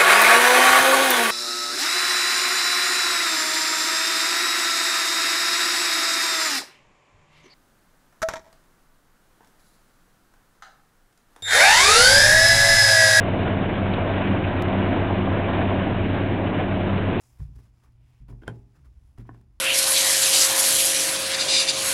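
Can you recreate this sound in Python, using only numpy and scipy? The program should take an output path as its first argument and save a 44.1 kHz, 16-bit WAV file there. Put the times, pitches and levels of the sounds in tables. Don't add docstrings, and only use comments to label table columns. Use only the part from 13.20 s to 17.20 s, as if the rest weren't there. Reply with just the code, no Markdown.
import sys
import numpy as np
from scipy import signal
from scipy.fft import rfft, irfft
from scipy.io import wavfile
from scipy.ndimage import uniform_filter1d

SR = 44100
rng = np.random.default_rng(int(sys.argv[2]) if len(sys.argv) > 2 else 0)


def bounce(signal):
    frames = np.transpose(np.atleast_2d(signal))
    limited = np.clip(frames, -1, 1)
    pcm = np.round(limited * 32767).astype(np.int16)
    wavfile.write(sys.argv[1], SR, pcm)


N = 176400
T = np.arange(N) / SR


def amp(db):
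    return 10 ** (np.asarray(db) / 20)


def unit(x):
    return x / np.sqrt(np.mean(x ** 2) + 1e-20)


def read(points, hz):
    f, value = np.transpose(points)
    return np.interp(np.log(hz + 1), np.log(f + 1), value)


def colour(x, points):
    gain = amp(read(points, np.fft.rfftfreq(len(x), 1 / SR)))
    return unit(irfft(rfft(x) * gain, len(x)))


def drift(rate_hz):
    hz = np.fft.rfftfreq(2 * N, 1 / SR)[:2000]
    z = rng.standard_normal(len(hz)) + 1j * rng.standard_normal(len(hz))
    return unit(irfft(z * np.exp(-(hz / rate_hz) ** 2), 2 * N)[:N])


def add(mix, start_s, sound):
    part = mix[round(start_s * SR):][:len(sound)]
    part += sound[:len(part)]


def lowpass(x, hz):
    return signal.oaconvolve(x, signal.firwin(511, hz, window=("kaiser", 9), fs=SR), "same")


def machine(rate_hz, orders, hunt, waver_hz):
    turns = np.cumsum(rate_hz * (1 + hunt * drift(2.42))) / SR
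    out = np.zeros(N)
    for multiple, db, waver_db in orders:
        waver = amp(waver_db * drift(waver_hz))
        tone = np.sin(2 * np.pi * (multiple * turns + rng.random()))
        out += amp(db) * unit(waver * tone)
    return out


# multiple of the firing rate, level in dB, waver in dB.
FAR_ORDERS = [(0.988, -43.5, 1), (2, -44.5, 1.1), (3.95, -47.5, 2), (5.065, -48, 2), (20.8, -51.5, 2)]


def far_diesel(firing_hz=76.85):
    return machine(firing_hz, FAR_ORDERS, hunt=.0008, waver_hz=4.6)


# multiple of the stroke rate, level in dB, waver in dB.
SCREEN_ORDERS = [(2, -37.5, .8), (3, -52.5, 0.96), (4, -52, 0.97), (8, -44, 0.98)]


def screen(stroke_hz=14.43):
    return machine(stroke_hz, SCREEN_ORDERS, hunt=.002, waver_hz=3.3)


# multiple of the firing rate, level in dB, waver in dB.
EXCAVATOR_ORDERS = [(1, -36.5, 1.2), (2, -40.5, 2.5), (3, -44.5, 2.5)]


def excavator_diesel(firing_hz=88.4):
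    return machine(firing_hz, EXCAVATOR_ORDERS, hunt=.017, waver_hz=7.6)


# multiple of the crank speed, level in dB, waver in dB.
CRUSHER_ORDERS = [(3.008, -28.5, 1.2), (8.93, -47.5, 2), (10.98, -37, 1.5), (11.95, -45.5, 2),
                  (13.07, -44.5, 1.5), (13.94, -47, 2.3), (16.03, -47.5, 2.3), (19.04, -47, 2),
                  (51.15, -55, 1.5)]
# time in seconds, level in dB.
OCTAVE_LEVEL = [(0, -37.5), (.3, -34), (.6, -30.5), (.85, -34), (1.1, -28), (1.37, -40), (1.6, -26.5),
                (1.77, -37), (2.0, -28), (2.35, -37.5), (2.6, -29), (2.85, -36), (3.1, -31), (3.4, -33),
                (3.7, -28), (4, -35.5)]


def crusher_diesel(crank_hz=32.42):
    drone = machine(crank_hz, CRUSHER_ORDERS, hunt=.0008, waver_hz=3.6)
    octave = machine(crank_hz, [(6, 0, 1.5)], hunt=.001, waver_hz=6)
    return drone + octave * amp(np.interp(T, *np.transpose(OCTAVE_LEVEL)))


# frequency in Hz, relative level in dB.
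GRAVEL_SPECTRUM = [(300, -11.5), (650, -1), (1250, -11), (2400, -9.5), (3600, -17), (4400, -41)]


def gravel(level_db=-40, hits_per_s=200, spread_db=2, t60_s=.068, patches=12):
    t = T[:SR // 8]
    falls = rng.random(N) < hits_per_s / SR
    hits = falls * amp(spread_db * np.minimum(rng.exponential(1, N), 3))
    struck = rng.integers(0, patches, N)
    rings = rng.standard_normal((patches, len(t))) * amp(-60 * t / t60_s)
    rattle = sum(signal.oaconvolve(hits * (struck == k), rings[k])[:N] for k in range(patches))
    return amp(level_db) * colour(rattle, GRAVEL_SPECTRUM)


def blow(db, hz, width_octaves, t60_s, rise_s):
    t = T[:SR // 4]
    f = np.fft.rfftfreq(len(t), 1 / SR)
    strength = np.exp(-.5 * (np.log2((f + 1) / hz) / width_octaves) ** 2)
    modes = strength * np.exp(2j * np.pi * rng.random(len(f)))
    envelope = np.minimum(t / rise_s, 1) * amp(db - 60 * t / t60_s)
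    return unit(irfft(modes, len(t))) * envelope


# start in seconds, level in dB.
THUDS = [(0.696, -24.5), (1.497, -26), (1.72, -17), (2.081, -25), (2.396, -24.5), (2.434, -24),
         (2.661, -22), (3.12, -21.5), (3.386, -26.5)]
# start in seconds, level in dB.
KNOCKS = [(.134, -19), (.779, -23), (1.14, -25), (1.307, -29), (1.76, -32), (1.9, -17), (2.071, -21.5),
          (2.388, -24), (3.325, -28), (3.385, -26)]
# start in seconds, level in dB, pitch in Hz.
CLACKS = [(.731, -31.5, 2450), (.735, -33.5, 3420), (.755, -29.5, 2300), (.803, -33, 2480),
          (.929, -36, 2300), (1.035, -28, 2320), (1.073, -43, 2400), (1.245, -30.5, 2600),
          (1.963, -36, 2400), (2.242, -28.5, 2300), (2.452, -32.5, 2500), (2.52, -46, 2300),
          (2.88, -36, 2600), (3.033, -41, 2300)]


def rocks():
    out = np.zeros(N)
    for start_s, db in THUDS:
        add(out, start_s, blow(db, hz=275, width_octaves=.28, t60_s=.14, rise_s=.0027))
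    for start_s, db in KNOCKS:
        add(out, start_s, blow(db, hz=640, width_octaves=.5, t60_s=.09, rise_s=.003))
    for start_s, db, hz in CLACKS:
        add(out, start_s, blow(db, hz, width_octaves=.17, t60_s=.055, rise_s=.004))
    return out


# frequency in Hz, relative density in dB.
ROAR_SPECTRUM = [(15, -28), (40, -20), (65, -5.5), (100, -3.5), (135, -1), (180, -2), (220, -3), (270, 1),
                 (390, -6.5), (480, -9.5), (650, -4), (850, -12), (1000, -11.5), (1260, -18), (1520, -16),
                 (2100, -20), (2300, -19), (2650, -22.5), (2950, -21.5), (3200, -27), (3600, -29),
                 (4000, -38), (4400, -54)]
# time in seconds, low, middle and treble in dB.
ROAR_SWELLS = [(0, -30, -31, -39.5), (.2, -27.5, -30.5, -39.5), (.62, -27.5, -29, -40),
               (.7, -28, -32, -40.5), (.9, -31, -28.5, -38), (1.1, -25, -29, -38),
               (1.33, -30.5, -30.5, -40.5), (1.72, -27.5, -28.5, -38), (1.95, -28, -30, -38.5),
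               (2.22, -28.5, -29.5, -39.5), (2.4, -26, -28.5, -37), (2.62, -30, -29, -38.5),
               (2.77, -29.5, -32, -41.5), (2.95, -26.5, -31.5, -37), (3.2, -28.5, -31, -41.5),
               (3.4, -28, -31, -39), (3.55, -29.5, -31.5, -41), (4, -25.5, -31, -40)]


def roar(level_db=-25, patch_db=1.2, flicker_db=1.0):
    noise = colour(rng.standard_normal(N), ROAR_SPECTRUM)
    hz, t, spectra = signal.stft(noise, SR, nperseg=512, noverlap=384)
    low = read([(100, 0), (200, 1), (380, 1), (550, 0)], hz)[:, None]
    middle = read([(380, 0), (550, 1), (900, 1), (1900, 0)], hz)[:, None]
    treble = read([(900, 0), (1900, 1)], hz)[:, None]
    times_s, *bands_db = np.transpose(ROAR_SWELLS)
    swell_db = sum(share * np.interp(t, times_s, db - db.mean())
                   for share, db in zip((low, middle, treble), bands_db))
    patches = uniform_filter1d(rng.standard_normal(spectra.shape), size=7, axis=0)
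    patches = unit(uniform_filter1d(patches, size=16, axis=1))
    flicker = np.interp(t, T, drift(rate_hz=39))
    gain_db = swell_db + (middle + treble) * (patch_db * patches + flicker_db * flicker)
    churn = signal.istft(spectra * amp(gain_db), nperseg=512, noverlap=384)[1][:N]
    return amp(level_db) * churn


def scene():
    drone = crusher_diesel() + excavator_diesel() + far_diesel() + screen()
    return (drone + roar() + gravel() + rocks())[None]


def record(dry):
    ceiling, mic_hz, edge_hz, fade_in_s = .43, 4450, 15800, .004
    tick_s, tick_db, tick_decay_s = 1.4233, -20, .0003
    rounded = dry[0] / (1 + (dry[0] / ceiling) ** 6) ** (1 / 6)
    heard = lowpass(rounded, mic_hz) * np.minimum(T / fade_in_s, 1)
    add(heard, tick_s, amp(tick_db) * np.exp(-T[:SR // 100] / tick_decay_s))
    return lowpass(heard, edge_hz)[None]


dry = scene()
out = record(dry)
bounce(out)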